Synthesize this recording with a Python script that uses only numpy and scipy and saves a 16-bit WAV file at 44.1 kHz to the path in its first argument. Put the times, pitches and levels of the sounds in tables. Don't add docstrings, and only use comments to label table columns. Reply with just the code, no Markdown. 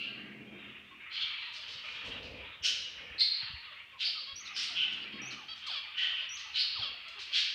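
import sys
import numpy as np
from scipy import signal
from scipy.fft import rfft, irfft, next_fast_len
from scipy.io import wavfile
from scipy.ndimage import uniform_filter1d, map_coordinates

SR = 44100
rng = np.random.default_rng(int(sys.argv[2]) if len(sys.argv) > 2 else 0)


def generate_wav(sig):
    pcm = np.round(np.clip(np.atleast_2d(sig).T, -1, 1) * 32767).astype(np.int16)
    wavfile.write(sys.argv[1], SR, pcm)


N = 332514
T = np.arange(N) / SR

# (frequency [Hz], level [dB])
ROOM_TONE = [(20, -21.5), (40, -12.5), (70, 1.5), (150, -9), (400, -12.5), (800, -14), (2000, -4.5),
             (5000, -22), (8000, -29.5), (10500, -32.5), (12000, -31.5), (16000, -34)]
# (frequency [Hz], time to fall 60 dB [s])
ROOM_DECAY = [(200, 0.45), (2500, 0.9), (4500, 0.78), (8000, 0.5), (14000, .4)]
# (time [s], hold [s], level [dB])
HAND_RUBS = [(1.67, 0.24, -65), (2.082, 0.33, -52), (2.623, 0.33, -65), (3.028, 0.14, -60),
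             (6.799, 0.12, -64.5)]
# (frequency [Hz], level [dB])
RUB_SPECTRUM = [(24, -39), (40, -2.5), (65, 3), (145, -5.5), (271, -3), (362, -10), (482, 0.5), (790, -12),
                (900, -9), (1170, -21), (1980, -120)]
# (time [s], level [dB], pitch [Hz])
HAND_BUMPS = [(1.239, -55, 64.5), (1.751, -56, 109), (2.132, -49, 81.7), (2.4, -59, 82),
              (2.609, -48.5, 89.5), (3.109, -49.5, 83.5), (3.43, -47.5, 99), (3.497, -49, 103),
              (3.535, -40, 67), (4.326, -50.5, 92), (6.792, -43.5, 117.4)]
# (time at full strength [s], hold [s], level [dB], fall [dB/s])
WHIRR_SWELLS = [(0.168, 0.41, -53, 36), (5.146, 0.11, -52.5, 70)]
# (frequency [Hz], half-width [Hz], level [dB])
WHIRR_RESONANCES = [(129.3, 7.4, 1), (167, 29, -8.5), (208.7, 14.3, 5), (255, 26, -3.5), (293, 26, -1.5),
                    (354, 19, -2.5), (404, 24, -6.5), (484, 30, -12), (596, 240, -15.5)]
# (time [s], hold [s], level [dB], favourite pitch [Hz])
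FLOCK_BOUTS = [(0.203, 0.13, -54, 2005), (0.592, 0.16, -50.5, 2732), (1.047, 0.13, -48.5, 2450),
               (1.258, 0.19, -43, 2655), (1.596, 0.24, -48.5, 2983), (1.888, 0.28, -43.5, 2859),
               (2.406, 0.12, -48, 2846), (2.97, .2, -49, 2393), (3.434, 0.049, -44, 2702),
               (3.642, .16, -50, 2663), (4.507, 0.57, -46.5, 2700), (5.226, 0.1, -45, 2591),
               (5.625, 0.41, -47.5, 2805), (6.119, 0.27, -49, 2756), (6.49, 1.3, -49.5, 2730)]
# (frequency [Hz], gain [dB])
FLOCK_COLOUR = [(150, -64), (450, -37.5), (680, -27.5), (900, -5), (1250, 2.5), (2000, 2.5), (3100, -0.5),
                (3800, -7.5), (4600, -35), (5500, -26), (7000, -36), (11000, -34)]
# (time [s], length [s], level [dB], treble lift [dB])
RUSTLES_AND_RASP = [(1.52, 0.069, -45, -3.5), (1.67, 0.088, -46, -5), (1.82, 0.18, -52, -10),
                    (2.04, 0.067, -50.5, 9), (2.22, 0.058, -50.5, -15), (2.63, 0.08, -33.5, 6),
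                    (3.191, 0.037, -41.5, 12.5), (4.55, 0.11, -36.5, 1.5), (4.92, 0.021, -46.5, 4),
                    (5.31, 0.048, -51, -3), (5.545, 0.066, -53, -7), (5.663, 0.02, -40.5, 5),
                    (6.36, 0.068, -44.5, -13), (7.08, 0.01, -44.5, 4), (7.18, 0.067, -43, -5),
                    (7.34, 0.08, -30, -9)]
# (frequency [Hz], gain [dB])
GRAIN_COLOUR = [(200, -34.5), (700, -46), (1500, -3.5), (3000, 8.5), (4500, 10), (5800, -1), (7000, -12),
                (8700, -16), (10500, -37.5), (12000, -29), (15500, -54)]
# (time [s], length [s], level before BIRD_RADIATION [dB], main tone [Hz],
# upper tone [Hz], upper tone gain [dB], hoarse air gain [dB])
FAR_SQUAWKS = [(-.06, 0.16, -37.5, 2778, 4145, -14, -18), (1.095, 0.13, -38.5, 3105, 4220, -3, -2.5),
               (1.176, 0.077, -34, 3246, 4220, -6, -6), (1.366, 0.15, -47.5, 3050, 4080, 6.5, 0.5),
               (2.621, 0.067, -28, 2966, 5570, -4.5, -17.5), (3.177, 0.066, -23, 4244, 4610, -22, -19.5),
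               (3.976, 0.081, -33, 2980, 3920, 2.5, 12), (4.018, 0.08, -31, 4493, 3760, -32, -9),
               (4.529, 0.11, -38, 3020, 5170, 3.5, -2), (4.732, 0.14, -31, 3038, 2766, -7, -11.5),
               (5.948, 0.15, -29.5, 2970, 1910, -12, -8.5), (6.118, .13, -39, 2976, 2600, -4, -12.5),
               (6.525, 0.074, -30.5, 3016, 4033, 3, 4), (6.565, 0.068, -28, 4544, 4770, -12, -8.5),
               (7.305, 0.091, -29, 3133, 4400, -7, 1)]
# (frequency [Hz], level [dB])
HOARSE_SPECTRUM = [(200, -58), (500, -42.5), (950, -37), (1350, -13), (2000, -5.5), (3000, 11.5), (4500, 2),
                   (5600, -8), (6800, -19.5), (8700, -31.5), (10500, -49), (15000, -52.5)]
# (frequency [Hz], gain [dB])
BIRD_RADIATION = [(150, -40.5), (500, -15), (850, -5.5), (1300, 1.5), (16000, -1)]
# (frequency [Hz], gain [dB])
THROAT_AND_BEAK = [(550, -32), (950, -15.5), (1250, -7.5), (1800, -16.5), (2400, -10.5), (3300, 5.5),
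                   (3900, -5), (4550, 0.5), (5200, -13.5), (6000, -32.5), (8000, -47.5), (11000, -54),
                   (15000, -85)]
ARCH_CONTOUR = [(0, .965), (.3, .99), (.55, 1), (.8, .985), (1, .93)]
SLIDE_CONTOUR = [(0, .99), (.1, 1), (.19, .84), (.27, .72), (.47, .54), (.72, .445), (1, .41)]
CLUCK_CONTOUR = [(0, 0.94), (0.502, 0.94), (1, .81)]
WHISTLE_CONTOUR = [(0, 1.01), (.08, .965), (.3, .985), (.62, 1.005), (.8, 1.06), (1, 1.1)]
# (time [s], length [s], pitch [Hz], level [dB])
NEAR_WHISTLES = [(4.357, 0.06, 5890, -46), (5.217, 0.075, 5870, -49.5), (6.29, .075, 5840, -46)]
# (time [s], length [s], pitch [Hz], level [dB], treble tilt [dB/octave])
NEAR_NASALS = [(.91, 0.04, 1098, -57.5, -12.5), (1.6, 0.048, 697, -50, 1), (4.265, 0.075, 555.6, -45.5, -3),
               (5.12, 0.082, 548.6, -48.5, -3.5), (5.48, 0.064, 658, -42.5, 0.5),
               (6.1, 0.047, 675, -51.5, -5.5), (6.205, 0.065, 537, -47.5, -2.5),
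               (7.05, 0.11, 680, -53, -3.5)]
NEAR_SLIDES = [(5.657, .148, 1279, -38.5, -0.063), (6.748, .153, 1279, -38, -0.64)]
NEAR_CHIPS = [(4.45, 0.046, 1485, -46, 7), (5.015, 0.044, 1543, -50, -0.5),
              (5.305, 0.032, 1480, -44.5, 7.5)]
# (time [s], pitch [Hz], level [dB], treble tilt [dB/octave])
NEAR_CLUCKS = [(3.47, 1370, -60.5, -14), (3.66, 1326, -59, -28), (3.931, 1163, -57.5, -27),
               (4.149, 1370, -52.5, -5.5), (4.49, 1330, -60, -24), (4.657, 1400, -51.5, 4),
               (5.36, 1281, -55, -10), (5.875, 1300, -58, -4.5), (6.101, 1310, -56, -7),
               (6.435, 1372, -56.5, -11), (7.152, 1156, -63.5, -18.5)]

TOP_HZ = 15700


def undb(db):
    return 10 ** (np.asarray(db) / 20)


def unit(x):
    return x / np.sqrt(np.mean(x ** 2) + 1e-20)


def at_hz(points, hz):
    f, value = np.transpose(points)
    return np.interp(np.log(hz + 1e-9), np.log(f), value)


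def colour(x, points):
    size = next_fast_len(len(x))
    hz = np.arange(size // 2 + 1) * SR / size
    return irfft(rfft(x, size) * undb(at_hz(points, hz)), size)[:len(x)]


def wander(n, rate):
    steps = np.arange(n) * rate / SR
    return map_coordinates(rng.standard_normal(2048), [steps], order=3, mode="mirror")


def swell(n, rise, fall):
    u = np.linspace(0, 1, n)
    return np.sin(np.pi / 2 * np.clip(np.minimum(u / rise, (1 - u) / fall), 0, 1)) ** 2


def bout(s, hold, db, rise_db_s, fall_db_s):
    return undb(db - rise_db_s * np.maximum(s - T, 0) - fall_db_s * np.maximum(T - s - hold, 0))


def phase_of(hz):
    return 2 * np.pi * np.cumsum(hz) / SR


def pitch(contour, hz, n, jitter):
    share, ratio = np.transpose(contour)
    return hz * np.interp(np.linspace(0, 1, n), share, ratio) * (1 + jitter * wander(n, 524))


def add(out, s, x):
    i = int(s * SR)
    x, i = x[max(-i, 0):], max(i, 0)
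    out[i:i + len(x)] += x[:max(N - i, 0)]


def room(x, wet_db, build_s=.004):
    t = np.arange(SR) / SR
    hz, noise = np.arange(SR // 2 + 1), rfft(rng.standard_normal(SR))
    tail = np.zeros(SR)
    for band_hz, t60 in ROOM_DECAY:
        band = at_hz([(f, f == band_hz) for f, _ in ROOM_DECAY], hz)
        tail += irfft(noise * band, SR) * np.exp(-np.log(1000) * t / t60)
    tail *= 1 - np.exp(-t / build_s)
    wet = signal.fftconvolve(x, tail)[:N]
    wet *= undb(wet_db) * np.std(x) / np.std(wet)
    return (x + wet) / np.sqrt(1 + undb(2 * wet_db))


def room_tone(db=-64):
    return undb(db) * unit(colour(rng.standard_normal(N), ROOM_TONE))


def handling(grip_db=1.5, bump_attack_s=.00081, bump_decay_s=.016):
    strokes = sum(bout(s, hold, db, rise_db_s=171, fall_db_s=120) for s, hold, db in HAND_RUBS)
    friction = unit(colour(rng.standard_normal(N), RUB_SPECTRUM))
    out = friction * strokes * undb(grip_db * wander(N, 45))
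    t = np.arange(SR // 4) / SR
    envelope = np.exp(-t / bump_decay_s) * (1 - np.exp(-t / bump_attack_s))
    for s, db, hz in HAND_BUMPS:
        thud = np.sin(phase_of(hz * np.exp(.31 * wander(len(t), 200))))
        add(out, s, undb(db) * thud * envelope)
    return out


def whirr(flutter_db=1.5, rise_db_s=28.5):
    hz = np.arange(N // 2 + 1) * SR / N
    power = sum(undb(2 * db) / (1 + ((hz - f) / width) ** 2) ** 2 for f, width, db in WHIRR_RESONANCES)
    swells = sum(bout(s, hold, db, rise_db_s, fall) for s, hold, db, fall in WHIRR_SWELLS)
    air = unit(irfft(rfft(rng.standard_normal(N)) * np.sqrt(power), N))
    return air * swells * undb(flutter_db * wander(N, 40))


def far_chatter(count=260, spread=.13, glide=.14, buzz_hz=520, scatter_db=2, air_db=-11, idle_db=-59):
    began, holds, _, favourite_hz = np.transpose(FLOCK_BOUTS)
    syllables = np.zeros(N)
    for j, (when, long, high, slope, buzz, depth, loud) in enumerate(rng.standard_normal((count, 7))):
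        start = (j + when / 2) / count * N / SR
        n = int(.05 * np.exp(.35 * long) * SR)
        hz = np.interp(start, began + holds / 2, favourite_hz) * np.exp(spread * high)
        bend = np.exp(glide * slope * np.linspace(-1, 1, n) + .02 * wander(n, 397.6))
        carrier = phase_of(hz * bend)
        buzzing = phase_of(buzz_hz * np.exp(.38 * buzz) * bend)
        voice = np.sin(carrier + abs(depth) * np.sin(buzzing)) * (1 + np.cos(buzzing))
        air = undb(air_db) * wander(n, 6000)
        add(syllables, start, undb(scatter_db * loud) * (voice + air) * swell(n, .46, .44))
    flock = room(colour(syllables, FLOCK_COLOUR), wet_db=4, build_s=.0013)
    bouts = sum(bout(s, hold, db, rise_db_s=97, fall_db_s=75.5) ** 2 for s, hold, db, _ in FLOCK_BOUTS)
    excitement = np.sqrt(undb(idle_db) ** 2 + bouts)
    running_rms = np.sqrt(uniform_filter1d(flock ** 2, SR // 8) + 1e-12)
    return flock / running_rms * excitement


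def rustles_and_rasp(grain_db=3):
    out = np.zeros(N)
    for s, length, db, lift_db in RUSTLES_AND_RASP:
        n = int(length * SR)
        grains = rng.standard_normal(SR // 4)[:n] * undb(grain_db * wander(n, 595.5))
        grains = colour(grains, [(6000, 0), (12000, lift_db)])
        add(out, s, undb(db) * unit(colour(grains, GRAIN_COLOUR) * swell(n, .22, .22)))
    return out


def throat_notes(table, contour, jitter, rough, harmonics=18, fundamental_db=5):
    out, k = np.zeros(N), np.arange(1, harmonics + 1)[:, None]
    for s, length, hz, db, tilt_db in table:
        n = int(length * SR)
        f0 = pitch(contour, hz, n, jitter)
        harmonic_db = at_hz(THROAT_AND_BEAK, k * f0) + tilt_db * np.log2(k * f0 / hz)
        gain = undb(harmonic_db + fundamental_db * (k == 1)) * (k * f0 < TOP_HZ)
        crack = rough * np.hanning(n)
        flutter = 1 + crack * np.array([wander(n, 450) for _ in k])
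        phases = k * phase_of(f0) + rng.uniform(0, 2 * np.pi, k.shape)
        voice = np.sum(gain * flutter * np.sin(phases), axis=0)
        rasp = 1 + crack / 2 * wander(n, 1200)
        add(out, s, undb(db) * unit(voice * rasp * swell(n, .12, .15)))
    return out


def mutters(count=38, hz=780, db=-59, tilt_db=-10, hurry=.62):
    when, long, high, loud = rng.standard_normal((count, 4)).T
    starts = np.abs((np.arange(count) + when / 3) / count) ** hurry * N / SR
    lengths = .044 * np.exp(.27 * long)
    pitches = hz * np.exp(.23 * high)
    table = zip(starts, lengths, pitches, db + 2 * loud, np.full(count, tilt_db))
    return throat_notes(table, CLUCK_CONTOUR, jitter=.016, rough=.5)


def squawks(pulse_hz=175, pulse_depth=.34, octave_db=-37, undertone_db=-23, onset_db=22, onset_s=.034):
    out = np.zeros(N)
    for s, length, db, main_hz, upper_hz, upper_db, hoarse_db in FAR_SQUAWKS:
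        n = int(length * SR)
        pulses = 1 + pulse_depth * np.cos(phase_of(pulse_hz * (1 + .25 * wander(n, 158))))
        main = phase_of(main_hz * (1 + .07 * wander(n, 1300)))
        upper = phase_of(upper_hz * (1 + .0725 * wander(n, 1400)))
        effort = undb(-onset_db * np.clip(1 - T[:n] / onset_s, 0, 1))
        tones = np.sin(main) + undb(octave_db) * np.sin(2 * main) + undb(upper_db) * np.sin(upper)
        tones += undb(undertone_db) * np.sin(main / 2)
        air = np.sqrt(effort) * unit(colour(rng.standard_normal(SR // 4), HOARSE_SPECTRUM))[:n]
        voice = (np.sqrt(2) * tones + undb(hoarse_db) * air) * pulses
        add(out, s, undb(db - 1.5) * unit(voice * effort * swell(n, .096, .42)))
    return colour(out, BIRD_RADIATION)


def whistles(octave_db=-33, waver_db=3.5):
    out = np.zeros(N)
    for s, length, hz, db in NEAR_WHISTLES:
        n = int(length * SR)
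        phase = phase_of(pitch(WHISTLE_CONTOUR, hz, n, jitter=.012))
        tone = np.sin(phase) + undb(octave_db) * np.sin(2 * phase)
        waver = undb(waver_db * wander(n, 130))
        add(out, s, undb(db) * unit(tone * waver * swell(n, .037, .076)))
    return out


def warble(cluck_s=.052):
    nasals = throat_notes(NEAR_NASALS, ARCH_CONTOUR, jitter=.004, rough=.2)
    slides = throat_notes(NEAR_SLIDES, SLIDE_CONTOUR, jitter=.009, rough=.8)
    cluck_notes = [(s, cluck_s, hz, db, tilt) for s, hz, db, tilt in NEAR_CLUCKS]
    clucks = throat_notes(cluck_notes, CLUCK_CONTOUR, jitter=.018, rough=.5)
    chips = throat_notes(NEAR_CHIPS, CLUCK_CONTOUR, jitter=.045, rough=1.2)
    return nasals + slides + clucks + chips


def scene():
    far = room(squawks(), wet_db=3.5, build_s=.0018)
    near = room(warble(), wet_db=-5)
    middle = room(mutters(), wet_db=-1)
    near += room(whistles(), wet_db=-5.5)
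    grains = room(rustles_and_rasp(), wet_db=4, build_s=.00072)
    background = far_chatter() + whirr() + handling() + room_tone()
    return (background + grains + middle + far + near)[None]


def record(dry):
    low_cut = signal.butter(3, 40, "high", fs=SR, output="sos")
    high_cut = signal.ellip(10, .1, 70, TOP_HZ, fs=SR, output="sos")
    return signal.sosfilt(high_cut, signal.sosfilt(low_cut, dry))


dry = scene()
out = record(dry)
generate_wav(out)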